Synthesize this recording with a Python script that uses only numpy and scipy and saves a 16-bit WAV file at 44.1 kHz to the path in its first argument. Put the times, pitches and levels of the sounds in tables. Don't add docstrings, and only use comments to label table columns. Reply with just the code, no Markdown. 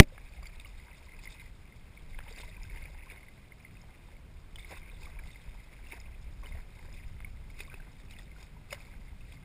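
import sys
import numpy as np
from scipy import signal
from scipy.fft import rfft, irfft, next_fast_len
from scipy.io import wavfile

SR = 44100
rng = np.random.default_rng(int(sys.argv[2]) if len(sys.argv) > 2 else 0)


def int16_out(signal):
    q = np.round(np.clip(np.atleast_2d(signal).T, -1, 1) * 32767)
    wavfile.write(sys.argv[1], SR, q.astype(np.int16))


N = 416304


def from_db(db):
    return 10 ** (np.asarray(db) / 20)


def rms_one(x):
    return x / np.sqrt(np.mean(x ** 2) + 1e-20)


def in_time(rows):
    seconds, *columns = np.transpose(rows)
    return [np.interp(np.arange(N) / SR, seconds, column) for column in columns]


def band(x, low_hz, high_hz):
    sos = signal.butter(2, [low_hz, high_hz], "band", fs=SR, output="sos")
    return signal.sosfilt(sos, x + 1e-18)


def coloured(spectrum):
    hz = np.fft.rfftfreq(N, 1 / SR) + 1
    point_hz, point_db = np.transpose(spectrum)
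    gain = from_db(np.interp(np.log(hz), np.log(point_hz), point_db))
    return rms_one(irfft(rfft(rng.standard_normal(N)) * gain, N))


def drift(rate_hz):
    r = np.exp(-80 * np.pi * rate_hz / SR)
    steps = rng.standard_normal(N // 40 + 2002)
    slow = signal.lfilter([1], [1, -2 * r, r * r], steps)[2000:]
    return np.interp(np.arange(N) / 40, np.arange(len(slow)), rms_one(slow))


def fading(t, rise, t60):
    return (1 - np.exp(-t / rise)) * from_db(-60 * t / np.clip(t60, .004, .1))


# f/Hz, width/Hz, level/dB
HOUSING_MODES = [(550, 8.4, -18.5), (950, 200, -7), (1574, 150, -9.5), (2090, 190, 2), (2510, 280, -3),
                 (3680, 170, -6), (4740, 290, -16), (5110, 230, -7)]
HOUSING_LEAK_DB = -18


def housing(x):
    out = from_db(HOUSING_LEAK_DB) * x
    for k, (hz, width_hz, level_db) in enumerate(HOUSING_MODES):
        r = np.exp(-np.pi * width_hz / SR)
        feedback = [1, -2 * r * np.cos(2 * np.pi * hz / SR), r * r]
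        ring = signal.lfilter([(1 - r * r) / 2, 0, (r * r - 1) / 2], feedback, x + 1e-18)
        out = out + (-1) ** k * from_db(level_db) * ring
    return out


# t/s, dull level/dB, bright level/dB
KNOCK_HITS = [(-.0002, -32, 17.5), (.0048, 0, -14.5)]
# f/Hz, level/dB, t60/s
STRUCK_MODES = [(86, -20.5, 0.05), (183, -14, 0.058), (245, -16, 0.064), (295, -13.5, 0.059),
                (360, -18.5, .06), (545, -46, 0.2), (600, -24, 0.072), (794, -14.5, 0.025),
                (1430, -19, .005), (2050, 3, .0045), (2960, 2, 0.0032), (5120, 1, 0.0018)]
# start t/s, end t/s, level/dB, fade/s, rebound level/dB, rebound fade/s
CAPSULE_SHOVE = (.0014, .0053, 5, .0031, -11, .012)
# t/s, level/dB
RATTLE_LEVEL = [(0, -60), (.005, -23), (.012, -44.5), (.029, -49), (.032, -39.5), (.04, -55.5), (.05, -82),
                (.1, -120)]


def knock():
    t, out = np.arange(N) / SR, np.zeros(N)
    for s, dull_db, bright_db in KNOCK_HITS:
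        age = np.clip(t - s, 0, 1)
        for hz, level_db, t60 in STRUCK_MODES:
            hit_db = dull_db if hz < 1000 else bright_db
            out += from_db(hit_db + level_db - 60 * age / t60) * np.sin(2 * np.pi * hz * age)
    start, end, shove_db, fade, rebound_db, rebound_fade = CAPSULE_SHOVE
    press = np.clip((t - start) / .0003, 0, 1)
    release = np.clip((end - t) / 0.00023 + 1, 0, 1)
    out -= from_db(shove_db) * np.exp(-(t - start) / fade) * press * release
    spring_back = np.clip((t - end) / 0.00066, 0, 1)
    out += from_db(rebound_db) * np.exp(-(t - end) / rebound_fade) * spring_back
    rattle = rms_one(housing(rng.standard_normal(N)))
    return out + from_db(in_time(RATTLE_LEVEL)[0]) * rattle


# t/s, deep level/dB, upper level/dB
WIND_LEVELS = [(0.1, -47.5, -58.5), (0.41, -46, -67), (1.84, -52.5, -59), (2.21, -43.5, -62.5),
               (2.31, -49.5, -64), (2.83, -42, -57), (2.96, -46, -70), (3.4, -56, -58), (4.99, -43.5, -62),
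               (5.46, -49, -62), (5.48, -42, -55.5), (5.72, -50, -63), (6.57, -41, -57.5),
               (6.65, -50.5, -59), (7.02, -42, -55), (7.96, -50.5, -57), (9.31, -46.5, -55.5),
               (9.44, -49.5, -52)]
# f/Hz, relative level per Hz/dB
RUMBLE_SPECTRUM = [(8.8, -25.5), (15, 3), (56, -3.5), (107, -11.5), (151, -12), (233, -23.5), (300, -26),
                   (390, -55.5), (660, -120)]


def wind():
    deep_db, upper_db = in_time(WIND_LEVELS)
    deep = rms_one(band(coloured(RUMBLE_SPECTRUM), 14, 90))
    upper = rms_one(band(coloured(RUMBLE_SPECTRUM), 80, 330))
    deep = from_db(deep_db + 0.82 * drift(11)) * deep
    upper = from_db(upper_db + 1.8 * drift(13)) * upper
    return deep + upper


# f/Hz, relative level per Hz/dB
HISS_SPECTRUM = [(88, -28), (150, -2), (264, -9), (954, -17), (1270, -17.5), (1840, -20), (2100, -17.5),
                 (2750, -21), (5300, -27.5), (6200, -29), (6890, -50), (11700, -120)]


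def hiss():
    return from_db(-62) * coloured(HISS_SPECTRUM)


# t/s, wash level/dB
TRICKLE_LEVEL = [(.06, -72), (.2, -63), (1.2, -62), (1.5, -71.5), (2.1, -66), (2.2, -63), (3.25, -64.5),
                 (3.35, -68), (4.15, -68), (4.22, -76), (4.53, -71), (4.85, -63.5), (5.3, -60.5),
                 (6.35, -68), (6.8, -64), (7.45, -70.5), (7.8, -62.5), (8.6, -72), (8.8, -64.5),
                 (9.44, -71.5)]
# peak t/s, rise/s, fall/s, wash level/dB, gurgle level/dB, spray level/dB
BLADE_SPLASHES = [(.46, 0.041, 0.047, -54, -63, -62), (1.29, 0.09, 0.11, -51, -64, -59.5),
                  (1.4, 0.026, 0.055, -51.5, -70, -59.5), (2.39, 0.16, 0.12, -50.5, -55.5, -55.5),
                  (2.78, 0.16, 0.069, -52, -60, -61.5), (2.86, 0.06, 0.032, -52, -59.5, -60.5),
                  (3.1, .08, .06, -54, -58, -65), (4.595, 0.035, 0.044, -59, -69, -59.5),
                  (4.72, .05, 0.04, -51, -51, -56.5), (4.78, 0.072, 0.017, -46.5, -61, -61.5),
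                  (5.05, 0.092, 0.087, -58.5, -63, -63), (5.93, 0.069, 0.067, -53.5, -56, -58),
                  (6.45, 0.022, 0.082, -57, -57, -63), (6.55, 0.067, 0.08, -57, -58.5, -64.5),
                  (6.95, .06, 0.1, -58, -76, -64), (7.61, 0.028, 0.026, -47, -61, -55),
                  (7.73, 0.093, 0.035, -69, -61, -65), (8.12, 0.024, 0.053, -58.5, -70, -60),
                  (8.2, 0.031, 0.042, -65, -64, -59.5), (8.41, 0.062, 0.053, -64.5, -58.5, -63),
                  (8.73, 0.042, 0.11, -58, -54, -59), (9.32, 0.059, 0.057, -59.5, -66, -64)]
WASH_REFERENCE_DB, GURGLE_DB, SPRAY_DB = -66, -67, -71.5
GURGLE_FOLLOWS, SPRAY_FOLLOWS = 0.68, 0.67
SPLASH_EDGE_DB = 12


def water_levels():
    t = np.arange(N) / SR
    swing = in_time(TRICKLE_LEVEL)[0] - WASH_REFERENCE_DB
    trickle_db = np.array([WASH_REFERENCE_DB + swing,
                           GURGLE_DB + GURGLE_FOLLOWS * swing,
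                           SPRAY_DB + SPRAY_FOLLOWS * swing])
    power = from_db(2 * trickle_db)
    for s, rise, fall, *peaks_db in BLADE_SPLASHES:
        near = slice(max(round((s - .5) * SR), 0), round((s + .5) * SR))
        under_db = SPLASH_EDGE_DB * np.maximum((s - t[near]) / rise, (t[near] - s) / fall)
        power[:, near] += from_db(2 * (np.array(peaks_db)[:, None] - under_db))
    return 10 * np.log10(power)


def random_sizes(spread_db):
    return from_db(spread_db * np.minimum(rng.exponential(1, N), 4)) * rng.choice([-1, 1], N)


def bubbles(low_hz, high_hz, per_s, cycles, spread_db, count=14):
    births = rng.random(N) < per_s * from_db(5 * drift(14)) / SR
    born = random_sizes(spread_db) * births
    dealt, out = rng.integers(0, count, N), np.zeros(N)
    for k, hz in enumerate(np.geomspace(low_hz, high_hz, count)):
        r, w = from_db(-60 * hz / (cycles * SR)), 2 * np.pi * hz / SR
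        out += signal.lfilter([0, np.sin(w)], [1, -2 * r * np.cos(w), r * r], born * (dealt == k) + 1e-18)
    return out / np.std(out)


SPATTER_PER_S, SPATTER_DB = 100, -7.5


def spatter(spray_db):
    landings = rng.random(N) < SPATTER_PER_S / SR
    ticks = band(random_sizes(6.8) * landings, 1200, 6500)
    return from_db(spray_db + SPATTER_DB) * rms_one(housing(ticks))


def water():
    wash_db, gurgle_db, spray_db = water_levels()
    surge_db = 0.34 * drift(31)
    out = spatter(spray_db)
    layers = ((gurgle_db, 350, 1800, 400, 18),
              (wash_db, 1800, 3000, 280, 30),
              (spray_db, 3300, 5600, 700, 55))
    for level_db, low_hz, high_hz, per_s, cycles in layers:
        bed = rms_one(band(rng.standard_normal(N), low_hz, high_hz))
        mix = housing(0.4 * bed + 0.8 * bubbles(low_hz, high_hz, per_s, cycles, spread_db=4.0))
        out = out + from_db(level_db + surge_db + 2.0 * drift(35)) * rms_one(mix)
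    return out


# t/s, level/dB (before rise and fall shape it), starting f/Hz
SHORT_RINGS = [(0.121, -41.5, 516), (.179, -45, 1670), (.18, -39, 2130), (.386, -45, 745),
               (.429, -44, 1140), (0.43, -43.5, 4710), (.455, -38, 2240), (0.47, -38, 4650),
               (.489, -53, 1300), (.598, -44.5, 3640), (0.5988, -39, 2530), (.6475, -37.5, 2200),
               (.656, -41, 2830), (.658, -45, 1150), (.675, -50, 5100), (.902, -47, 950), (.929, -44, 2020),
               (1.015, -48, 930), (1.07, -50, 980), (1.119, -41.5, 2050), (1.19, -40, 2500),
               (1.2546, -35, 2120), (1.2741, -33, 2100), (1.397, -46, 3800), (1.425, -49.5, 950),
               (1.4626, -45, 2080), (1.7235, -43.5, 2090), (1.974, -38.5, 2230), (2.1326, -44, 2080),
               (2.1456, -37, 2130), (2.186, -39, 1650), (2.2798, -41.5, 2200), (2.2808, -46, 3080),
               (2.308, -40, 457), (2.3257, -40.5, 4740), (2.3611, -42, 4670), (2.265, -43.5, 900),
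               (2.433, -40.5, 958), (2.485, -44.5, 630), (2.498, -46, 3680), (2.5661, -38.5, 2430),
               (2.577, -47.5, 1000), (2.632, -40, 5110), (2.649, -44, 1560), (2.698, -37.5, 2210),
               (2.821, -38, 2160), (2.8575, -40, 2090), (3.026, -44, 2510), (3.172, -43, 2170),
               (3.23, -40, 2130), (3.2835, -39.5, 2060), (3.52, -38, 2110), (3.649, -35, 2090),
               (3.769, -44, 2530), (3.8154, -47.5, 5200), (4.166, -45.5, 2210), (4.5575, -40, 3370),
               (4.5586, -37.5, 3000), (4.5845, -36, 2110), (4.5945, -38.5, 3600), (4.603, -39, 2200),
               (4.627, -45, 3600), (4.6464, -34.5, 2160), (4.711, -40, 780), (4.768, -45, 1440),
               (4.898, -41, 2440), (4.9163, -47, 3720), (5.032, -39, 2500), (5.056, -37, 2200),
               (5.068, -42, 1160), (5.1887, -35.5, 2300), (5.191, -40, 1650), (5.2366, -41, 2080),
               (5.286, -47, 2040), (5.314, -49, 3690), (5.358, -37.5, 2070), (5.8404, -40, 2220),
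               (5.8691, -42, 2680), (5.9065, -41, 2100), (5.92, -31.5, 2200), (5.935, -45, 950),
               (5.965, -47, 700), (6.0008, -41.5, 5120), (6.428, -45, 1090), (6.4588, -38.5, 2980),
               (6.4678, -40, 2090), (6.5221, -38, 2130), (6.79, -42, 2110), (6.9265, -45.5, 5100),
               (7.2041, -47, 2100), (7.246, -29.5, 2200), (7.5009, -41.5, 2220), (7.5944, -39, 2510),
               (7.601, -43, 398), (7.6032, -37, 3680), (7.6047, -30.5, 2510), (7.679, -44, 1090),
               (7.6985, -37, 2400), (7.717, -41, 1520), (7.739, -43, 385), (7.7412, -35.5, 2540),
               (7.8, -40, 1560), (8.108, -44, 3800), (8.1365, -44, 2870), (8.1864, -41, 3540),
               (8.192, -40, 1930), (8.362, -44.5, 1430), (8.565, -46.5, 950), (8.7072, -34.5, 2560),
               (8.7192, -44, 5030), (8.7261, -33.5, 5040), (8.7274, -33, 2880), (8.726, -27.5, 2124),
               (8.726, -28.5, 567), (9.209, -46, 2580), (9.371, -45, 2120)]
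RING_T60_S, RING_HZ, SHORTER_POWER = 0.023, 2200, 0.44
RING_RISE_CYCLES = 1.78


def short_rings():
    out, t = np.zeros(N + SR), np.arange(round(.12 * SR)) / SR
    for s, level_db, hz in SHORT_RINGS:
        t60 = RING_T60_S * (RING_HZ / hz) ** SHORTER_POWER
        envelope = from_db(level_db) * fading(t, RING_RISE_CYCLES / hz, t60)
        i = round(s * SR)
        out[i:i + len(t)] += envelope * np.sin(2 * np.pi * hz * t * (1 + 0.5 * t))
    return out[:N]


# t/s, dull peak level/dB, bright peak level/dB
WATER_SLAPS = [(0.179, -38, -62), (0.456, -48, -50), (0.597, -56, -40), (.609, -63, -44),
               (2.188, -33.5, -53), (2.204, -38, -60), (2.632, -59, -44), (4.557, -46, -44),
               (4.585, -47, -57), (5.92, -42, -54), (6.434, -41.5, -48), (6.458, -47, -50),
               (7.203, -40.5, -60), (7.59, -47, -44), (7.604, -37, -43), (7.74, -40, -56),
               (8.109, -50, -41.5), (8.187, -47, -47), (8.427, -49, -43), (8.719, -41, -51),
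               (8.728, -31.5, -33), (8.745, -49, -42)]
SLAP_RISE_S, SLAP_T60_S = .0006, 0.009


def slaps():
    out, t = np.zeros(N + SR), np.arange(round(.05 * SR)) / SR
    envelope = fading(t, SLAP_RISE_S, SLAP_T60_S)
    for s, dull_db, bright_db in WATER_SLAPS:
        dull, bright = rng.standard_normal((2, len(t))) * envelope
        dull = band(band(dull, 680, 2250), 520, 3000)
        bright = housing(band(bright, 2470, 7700))
        i = round(s * SR)
        out[i:i + len(t)] += from_db(dull_db) * dull / np.abs(dull).max()
        out[i:i + len(t)] += from_db(bright_db) * bright / np.abs(bright).max()
    return out[:N]


# t/s, peak level/dB
HULL_THUMPS = [(2.378, -43), (2.4, -40), (5.932, -43), (7.604, -44), (7.74, -43.5), (8.385, -45)]


def thumps():
    clicks = np.zeros(N)
    for s, peak_db in HULL_THUMPS:
        clicks[round(s * SR)] = from_db(peak_db)
    pulse = band(np.eye(1, 2000)[0], 180, 1000)
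    return signal.fftconvolve(clicks, pulse / np.abs(pulse).max())[:N]


SIDE_DB, FULL_BAND_SIDE_DB = -19.5, -38


def scene():
    blow = knock()
    wet = wind() + hiss() + water() + short_rings() + slaps() + thumps()
    waver = from_db(SIDE_DB) * drift(60) * band(wet + from_db(-15) * blow, 400, 9000)
    waver += from_db(FULL_BAND_SIDE_DB) * drift(8) * wet
    return wet + blow + waver * [[1], [-1]]


HOLD_HZ = 12000
CUTOFF_HZ = 15250


def record(dry):
    guard = signal.cheby1(5, 1, 5450, fs=SR, output="sos")
    x = np.clip(signal.sosfilt(guard, dry), -1, 1)
    mirrored = x * (1 + 2 * np.cos(2 * np.pi * HOLD_HZ * np.arange(N) / SR))
    size = next_fast_len(N + 4096)
    hold_gain = np.sinc(np.fft.rfftfreq(size, 1 / SR) / HOLD_HZ)
    held = irfft(rfft(mirrored, size) * hold_gain, size)[:, :N]
    final_cut = signal.cheby2(16, 40, CUTOFF_HZ + 250, fs=SR, output="sos")
    return np.clip(signal.sosfilt(final_cut, held), -1, 1)


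dry = scene()
out = record(dry)
int16_out(out)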